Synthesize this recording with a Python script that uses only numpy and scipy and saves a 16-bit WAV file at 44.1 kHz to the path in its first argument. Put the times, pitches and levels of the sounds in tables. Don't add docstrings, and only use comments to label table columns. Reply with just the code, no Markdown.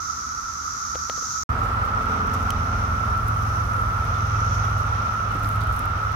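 import sys
import numpy as np
from scipy import signal
from scipy.fft import rfft, irfft, next_fast_len
from scipy.io import wavfile
from scipy.ndimage import uniform_filter1d, map_coordinates

SR = 44100
rng = np.random.default_rng(int(sys.argv[2]) if len(sys.argv) > 2 else 0)


def generate_wav(sig):
    pcm = np.round(np.clip(np.atleast_2d(sig).T, -1, 1) * 32767).astype(np.int16)
    wavfile.write(sys.argv[1], SR, pcm)


N = 271215
TIME = np.arange(N) / SR
HIT_TIME = np.arange(-256, SR // 6) / SR
LAWN_END_S, STREET_START_S = 1.435, 1.491

# pitch in Hz, level in dB.
DRONE_PITCHES = [(1080, -19), (1170, -10.5), (1245, -7.3), (1320, -0.3), (1378, -4.5), (1440, -11),
                 (1510, -21.5), (1580, -28)]
# frequency in Hz, level in dB.
CICADA_BODY = [(2600, -38), (3700, -17), (4700, -10.5), (5500, -0.5), (6250, 3.5), (6850, -4.5),
               (7500, -19.5), (8400, -23.5), (9400, -44), (12000, -22.5), (14000, -32), (16000, -40)]
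# crest in seconds, half length in seconds, rise in dB.
LAWN_WAVES = [(0.12, 0.16, 3), (0.79, 0.24, 3.8), (1.319, 0.26, 7.7)]
# crest in seconds, half length in seconds, rise in dB.
STREET_WAVES = [(2.15, .27, 5), (2.787, 0.45, 8), (3.53, 0.2, 7.5), (4.42, 0.48, 11.5), (4.561, .09, 3),
                (5.15, 0.29, 6.5), (6.099, 0.27, 4.5)]
# frequency in Hz, level in dB.
FOLIAGE = [(4800, 2), (5700, 2.5), (6400, -1), (7200, -5)]

# multiple of the firing rate, level in dB.
HARMONICS = [(1, -35), (2, -11.5), (3, -6), (4, 0.15), (5, 1.5), (6, -22), (7, -11.5), (8, -17.5), (9, -17),
             (10, -11), (11, -21), (12, -14.5), (13, -30), (14, -29), (15, -35), (19, -24.5), (20, -14.5),
             (21, -22), (22, -33)]
# time in seconds, dB for harmonics 1-4, dB for 5-7.
EXHAUST_LEVELS = [(1.5, -30, -30), (2.1, -31.5, -39.5), (2.6, -26.5, -33.5), (3.0, -29, -29.5),
                  (3.35, -29, -25), (3.8, -28.5, -30.5), (4.4, -25.5, -24.5), (4.85, -29, -26.5),
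                  (5.2, -36.5, -32.5), (5.6, -29.5, -26), (6.15, -32, -33.5)]
# time in seconds, level in dB.
PANEL_LEVELS = [(1.5, -29.5), (1.85, -33), (2.1, -24.5), (2.5, -26.5), (2.9, -28), (3.45, -35.5),
                (4.1, -35.5), (4.6, -36), (6.15, -37.5)]
# frequency in Hz, level in dB per Hz.
RUMBLE_COLOUR = [(18, -80), (30, -63), (42, -48), (54, -47), (72, -49), (96, -51.5), (120, -56.5),
                 (142, -63.5), (170, -61), (250, -66), (340, -77), (700, -100.5)]
# frequency in Hz, level in dB per Hz.
FAN_COLOUR = [(150, -78), (330, -71.5), (460, -68), (600, -67), (800, -63.5), (1100, -61.5), (1600, -68),
              (1950, -71), (2800, -78.5), (4200, -85), (7500, -96.5), (16000, -111)]
# time in seconds, boost in dB.
FAN_TREBLE = [(1.5, -3), (2.3, 0), (3.0, -0.5), (3.9, -0.5), (4.25, 1.5), (5.3, 1.5), (6.15, 2)]
# frequency in Hz, level in dB.
HISS_COLOUR = [(2000, -2), (6000, 10.5), (9000, 1.5), (10300, 10.5), (13000, 4), (16000, -1.5)]
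# time in seconds, level in dB.
HISS_LEVELS = [(1.5, -84), (2.2, -70), (2.7, -57.5), (3.4, -54.5), (3.8, -54), (4.25, -56.5), (5.2, -58),
               (6.15, -62)]

# start in seconds, peak in dB.
STEPS = [(5.352, -23.5), (5.444, -27), (5.631, -28.5)]
# frequency in Hz, level in dB.
THUD_COLOUR = [(80, -5), (260, 8), (340, -0.5), (480, -8), (1000, -20), (5000, -33), (14000, -52)]
# start in seconds, peak in dB, fade time in seconds.
CRUNCHES = [(4.140, -36, 0.11), (5.446, -30, 0.011), (5.614, -33, .06)]
# frequency in Hz, level in dB.
CRUNCH_COLOUR = [(1200, -14), (2400, -5), (3400, 9), (5000, 3), (8000, -7), (12000, -9), (16000, -18)]
# start in seconds, peak in dB, pan in dB.
LEAF_CRACKS = [(1.849, -37, 3.5), (2.271, -38, 0), (2.320, -39, -3), (2.336, -33, -6), (2.430, -39, -5),
               (2.632, -40, -6), (3.177, -34, -8), (3.282, -27, -9), (3.346, -38, -6), (3.424, -36, -7),
               (4.051, -39, -6), (4.650, -37, -7), (4.784, -37, -6), (4.811, -35, -9), (5.321, -36, -6),
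               (5.344, -37, -6), (5.367, -37, -6), (5.394, -39, -5), (5.429, -36, -8), (5.434, -32, -5),
               (5.474, -32, -9), (5.489, -28, -8), (5.559, -32, -5), (5.607, -35, -5), (5.637, -32, -4),
               (5.671, -35, -4), (5.727, -33, -5), (5.764, -30, 0), (5.793, -25, -1), (5.856, -30.5, -11),
               (6.120, -35, -5)]
# frequency in Hz, level in dB.
CRACK_COLOUR = [(1000, -21), (2400, 1), (3000, 2), (4500, -2), (8000, 0), (11500, 7.5), (14000, 2),
                (16000, -4)]
# pitch in Hz, level in dB, fade time in seconds.
TWIG_TONES = [(3150, -2.5, 0.011), (4350, -5, 0.0027), (6000, 0, 0.003), (7500, -1, 0.0016),
              (10700, -1.5, 0.0017), (13600, -7, .002)]
# middle in seconds, half length in seconds, level in dB, pan in dB.
SCUFFS = [(1.66, 0.096, -53.5, 12), (1.855, .02, -53, 3), (2.07, 0.087, -53.5, 9),
          (2.340, 0.009, -43.5, -6), (2.358, .014, -52, -6), (2.443, 0.086, -51, -5),
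          (3.282, .012, -47, -8), (3.44, .09, -57, -7), (4.56, .07, -55, -8), (4.79, .03, -56, -7),
          (5.46, 0.1, -52, -4), (5.620, .014, -52, -6), (5.75, 0.08, -54, -1), (6.036, .04, -55, 1)]
# frequency in Hz, level in dB.
SCUFF_COLOUR = [(2000, -10), (4000, 1), (6000, 9), (9000, -1.5), (11500, 4), (13000, 2), (16000, -7)]
# middle in seconds, half length in seconds, level in dB, pan in dB.
RUSTLES = [(3.47, .13, -59, -7), (3.82, .16, -60, -7), (5.49, .08, -52, -6), (5.76, .07, -53, -2)]

# start in seconds, ring level in dB, tick in dB above that, pan in dB.
KNOCKS = [(0.950, -29.5, 4, 14), (0.956, -27, 3, 6), (1.098, -31, 16.5, 10), (1.178, -34.5, 3, 0),
          (1.225, -35, 5, 5)]
# pitch in Hz, level in dB, fade time in seconds.
CASE_TONES = [(515, -3, 0.039), (611, -8, 0.037), (744, -8, 0.037)]
# frequency in Hz, level in dB.
TICK_COLOUR = [(250, -7), (550, 10.5), (1050, 3), (2000, 5), (2650, -2), (3200, 2.5), (4600, -2),
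               (7000, -15), (15000, -25)]
# middle in seconds, pitch in Hz, peak in dB.
CHIRPS = [(4.155, 3050, -49), (4.165, 3550, -51), (4.37, 2550, -48), (4.39, 3350, -54), (4.515, 3400, -49),
          (4.65, 3400, -51), (5.20, 2790, -48.5), (5.32, 2950, -47), (5.675, 3100, -48.5)]
# frequency in Hz, level in dB per Hz.
TRAFFIC_COLOUR = [(20, -84), (45, -69), (75, -58.5), (120, -70), (250, -74.5), (350, -82.5), (650, -86.5),
                  (950, -73.5), (1900, -78), (2800, -90), (6000, -86.5), (16000, -108)]
# frequency in Hz, their difference over their sum in dB.
STEREO_WIDTH = [(60, -23), (110, -11.5), (200, -10.5), (380, -8), (700, -4), (1290, 2), (2400, 0.5),
                (8000, 1.5)]


def cicada_drone(count=56, drift=.008, flutters_per_s=32):
    pitches, levels_db = np.transpose(DRONE_PITCHES)
    chorus = np.zeros((2, N))
    for hz in np.linspace(pitches[0], pitches[-1], count):
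        pitch_hz = hz * (1 + drift * wander(3))
        phase = 2 * np.pi * (np.cumsum(pitch_hz) / SR + rng.random())
        voice = np.array([np.sin(phase) * wander(flutters_per_s), np.cos(phase) * wander(flutters_per_s)])
        chorus += gain(np.interp(hz, pitches, levels_db)) * voice
    return normalise(surround(chorus))


def cicada_buzz(count=24, clicks_per_s=330, jitter=.12):
    clicks = np.zeros((2, N))
    for insect in range(count):
        rate = clicks_per_s * rng.uniform(.7, 1.3)
        times = np.cumsum(1 + jitter * rng.standard_normal(4000)) / rate
        samples = (np.abs(times[times < N / SR]) * SR).astype(int)
        clicks[insect % 2, samples] += rng.standard_normal(len(samples))
    return normalise(colour(clicks, CICADA_BODY))


def chorus_waves(buzz, waves, usual_effort_db, speedup_per_db=.003):
    effort_db = sum(db * swell(s, half_s) for s, half_s, db in waves)
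    position = np.cumsum(1 + speedup_per_db * (effort_db - usual_effort_db))
    bent = np.array([map_coordinates(side, [position], order=5, mode="mirror") for side in buzz])
    return bent * gain(effort_db)


def truck_engine(idle_hz=22.0, sag_hz_per_s=.305, unsteadiness=.00068, waver_db=.84):
    elapsed = np.maximum(TIME - STREET_START_S, 0)
    firing_hz = (idle_hz - sag_hz_per_s * elapsed) * (1 + unsteadiness * wander(5.12))
    phase = 2 * np.pi * np.cumsum(firing_hz) / SR
    low_db, middle_db = curves(EXHAUST_LEVELS)
    panel_db, = curves(PANEL_LEVELS)
    beam_db = panel_db + 9 * (swell(2.25, half_s=.21) - 1)
    tones = np.zeros(N)
    for multiple, db in HARMONICS:
        if multiple <= 7:
            level_db = low_db if multiple <= 4 else middle_db
        else:
            level_db = panel_db if multiple <= 14 else beam_db
        loudness = gain(db + level_db + waver_db * wander(2.995))
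        tones += loudness * np.sin(multiple * phase + 2 * np.pi * rng.random())
    rumble = outdoor_noise(RUMBLE_COLOUR) * gain(.5 - .4 * elapsed)
    return (tones + rumble) * pan(-1.2)


def truck_fan(fall_db_per_s=.8, flicker_db=.5, shadow_hz=1100, treble_hz=2600):
    level_db = 1.53 - fall_db_per_s * (TIME - STREET_START_S)
    level_db -= 1.7 * swell(3.4, half_s=.64)
    rush = outdoor_noise(FAN_COLOUR) * gain(level_db + flicker_db * wander(12))
    treble_db, = curves(FAN_TREBLE)
    treble = colour(rush, [(treble_hz / 2, -25), (treble_hz, 0), (treble_hz * 1.6, 0), (treble_hz * 2, -15)])
    rush += treble * (gain(treble_db) - 1)
    bass = colour(rush, [(shadow_hz / 2, 0), (shadow_hz, -6), (shadow_hz * 2, -30)])
    return bass + (rush - bass) * pan(-6)


def truck_hiss(fast_flicker_db=1.5, slow_flicker_db=.7):
    level_db, = curves(HISS_LEVELS)
    noise = rng.standard_normal((2, N))
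    noise *= gain(fast_flicker_db * wander(90) + slow_flicker_db * wander(18))
    return normalise(colour(noise, HISS_COLOUR)) * gain(level_db) * pan(-10)


def footsteps(crack_fade_s=.011, thud_fade_s=.058, twig_start_s=2.5055):
    out = np.zeros((2, N))
    for s, db, pan_db in LEAF_CRACKS:
        crack = np.array([burst(crack_fade_s, CRACK_COLOUR) for side in range(2)])
        add_hit(out, s, crack * gain(db) * pan(pan_db))
    for s, db in STEPS:
        add_hit(out, s, burst(thud_fade_s, THUD_COLOUR) * gain(db))
    for s, db, fade_s in CRUNCHES:
        crunch = np.array([burst(fade_s, CRUNCH_COLOUR) for side in range(2)])
        add_hit(out, s, crunch * gain(db) * pan(-5))
    add_hit(out, twig_start_s, ring(TWIG_TONES) * gain(-19) * pan(5.5))
    return out


def shoe_scuffs(fits_db=3, sharp_db=16, stray_db=-66.5):
    fine = rng.standard_normal((2, N)) * gain(fits_db * wander(90))
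    sharp = grains(per_s=100) * gain(sharp_db)
    crackle = normalise(colour(fine + sharp, SCUFF_COLOUR))
    stray = normalise(colour(grains(per_s=90), CRACK_COLOUR))
    return crackle * pressure(SCUFFS) + stray * gain(stray_db) * pan(-6)


def leaf_rustle():
    return normalise(colour(grains(per_s=900), CRACK_COLOUR)) * pressure(RUSTLES)


def phone_knocks():
    out = np.zeros((2, N))
    for s, db, tick_db, pan_db in KNOCKS:
        knock = ring(CASE_TONES) + gain(tick_db) * finger_tick()
        add_hit(out, s, knock * gain(db) * pan(pan_db))
    return out


def finger_tick(fade_s=.004):
    noise = rng.standard_normal(len(HIT_TIME)) * fade(fade_s)
    even_click = irfft(np.exp(1j * np.angle(rfft(noise))), len(HIT_TIME))
    tick = colour(even_click, TICK_COLOUR)
    return tick / np.abs(tick).max()


def far_bird(half_s=.018, slide_hz_per_s=-3000, warble_hz=40.1):
    out = np.zeros(N)
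    for s, hz, db in CHIRPS:
        slide_hz = slide_hz_per_s * np.clip(TIME - s, -2 * half_s, 2 * half_s)
        pitch_hz = hz + slide_hz + warble_hz * wander(150)
        out += gain(db) * swell(s, half_s) * np.sin(2 * np.pi * np.cumsum(pitch_hz) / SR)
    return out * pan(-8)


def outdoor_noise(outline):
    return colour(surround(rng.standard_normal((2, N))), outline) * np.sqrt(SR / 2)


def surround(pair):
    shared = colour(pair[0], [(hz, -10 * np.log10(1 + gain(db) ** 2)) for hz, db in STEREO_WIDTH])
    opposed = colour(pair[1], [(hz, -10 * np.log10(1 + gain(-db) ** 2)) for hz, db in STEREO_WIDTH])
    return np.array([shared + opposed, shared - opposed])


def ring(tones):
    return sum(gain(db) * fade(fade_s) * np.sin(2 * np.pi * hz * HIT_TIME) for hz, db, fade_s in tones)


def burst(fade_s, outline):
    noise = colour(rng.standard_normal(len(HIT_TIME)) * fade(fade_s), outline)
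    return noise / np.abs(noise).max()


def grains(per_s):
    return rng.standard_normal((2, N)) * (rng.random(N) < per_s / SR)


def pressure(presses):
    return sum(gain(db) * swell(s, half_s) * pan(pan_db) for s, half_s, db, pan_db in presses)


def swell(s, half_s):
    return np.exp(-((TIME - s) / half_s) ** 2)


def fade(fade_s):
    return (HIT_TIME >= 0) * np.exp(-np.log(1000) * np.abs(HIT_TIME) / fade_s)


def wander(per_s):
    hold = max(int(SR / per_s), 2)
    steps = np.repeat(rng.standard_normal(N // hold + 3), hold)
    start = rng.integers(hold)
    return normalise(uniform_filter1d(steps, hold)[start:start + N])


def colour(sound, outline):
    hz, db = np.transpose(outline)
    size = next_fast_len(sound.shape[-1])
    frequencies = np.maximum(np.fft.rfftfreq(size, 1 / SR), 1)
    gains = gain(np.interp(np.log(frequencies), np.log(hz), db))
    return irfft(rfft(sound, size) * gains, size)[..., :sound.shape[-1]]


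def curves(table):
    times, *columns = np.transpose(table)
    return [np.interp(TIME, times, column) for column in columns]


def add_hit(out, s, sound):
    start = int((s + HIT_TIME[0]) * SR)
    out[:, start:start + sound.shape[-1]] += sound[..., :N - start]


def pan(db):
    gains = gain(np.array([[1], [-1]]) * db / 2)
    return normalise(gains)


def gain(db):
    return 10 ** (np.asarray(db) / 20)


def normalise(sound):
    return sound / np.sqrt(np.mean(sound ** 2))


def scene():
    drone, buzz = cicada_drone(), cicada_buzz()
    lawn = drone * gain(-30) * pan(-4)
    lawn += chorus_waves(buzz, LAWN_WAVES, usual_effort_db=4) * gain(-38) * pan(-1)
    lawn += outdoor_noise(TRAFFIC_COLOUR) * pan(-1) + phone_knocks()
    street = drone * gain(-26 + 1.9 * swell(2.15, half_s=.3)) * pan(-2)
    dull_buzz = colour(buzz, FOLIAGE)
    street += chorus_waves(dull_buzz, STREET_WAVES, usual_effort_db=12) * gain(-57) * pan(-7.5)
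    street += truck_engine() + truck_fan() + truck_hiss()
    street += shoe_scuffs() + footsteps() + leaf_rustle() + far_bird()
    return lawn * (TIME < LAWN_END_S) + street * (TIME >= STREET_START_S)


def record(dry, top_hz=15850):
    return signal.sosfilt(signal.ellip(10, .2, 80, top_hz, fs=SR, output="sos"), dry)


dry = scene()
out = record(dry)
generate_wav(out)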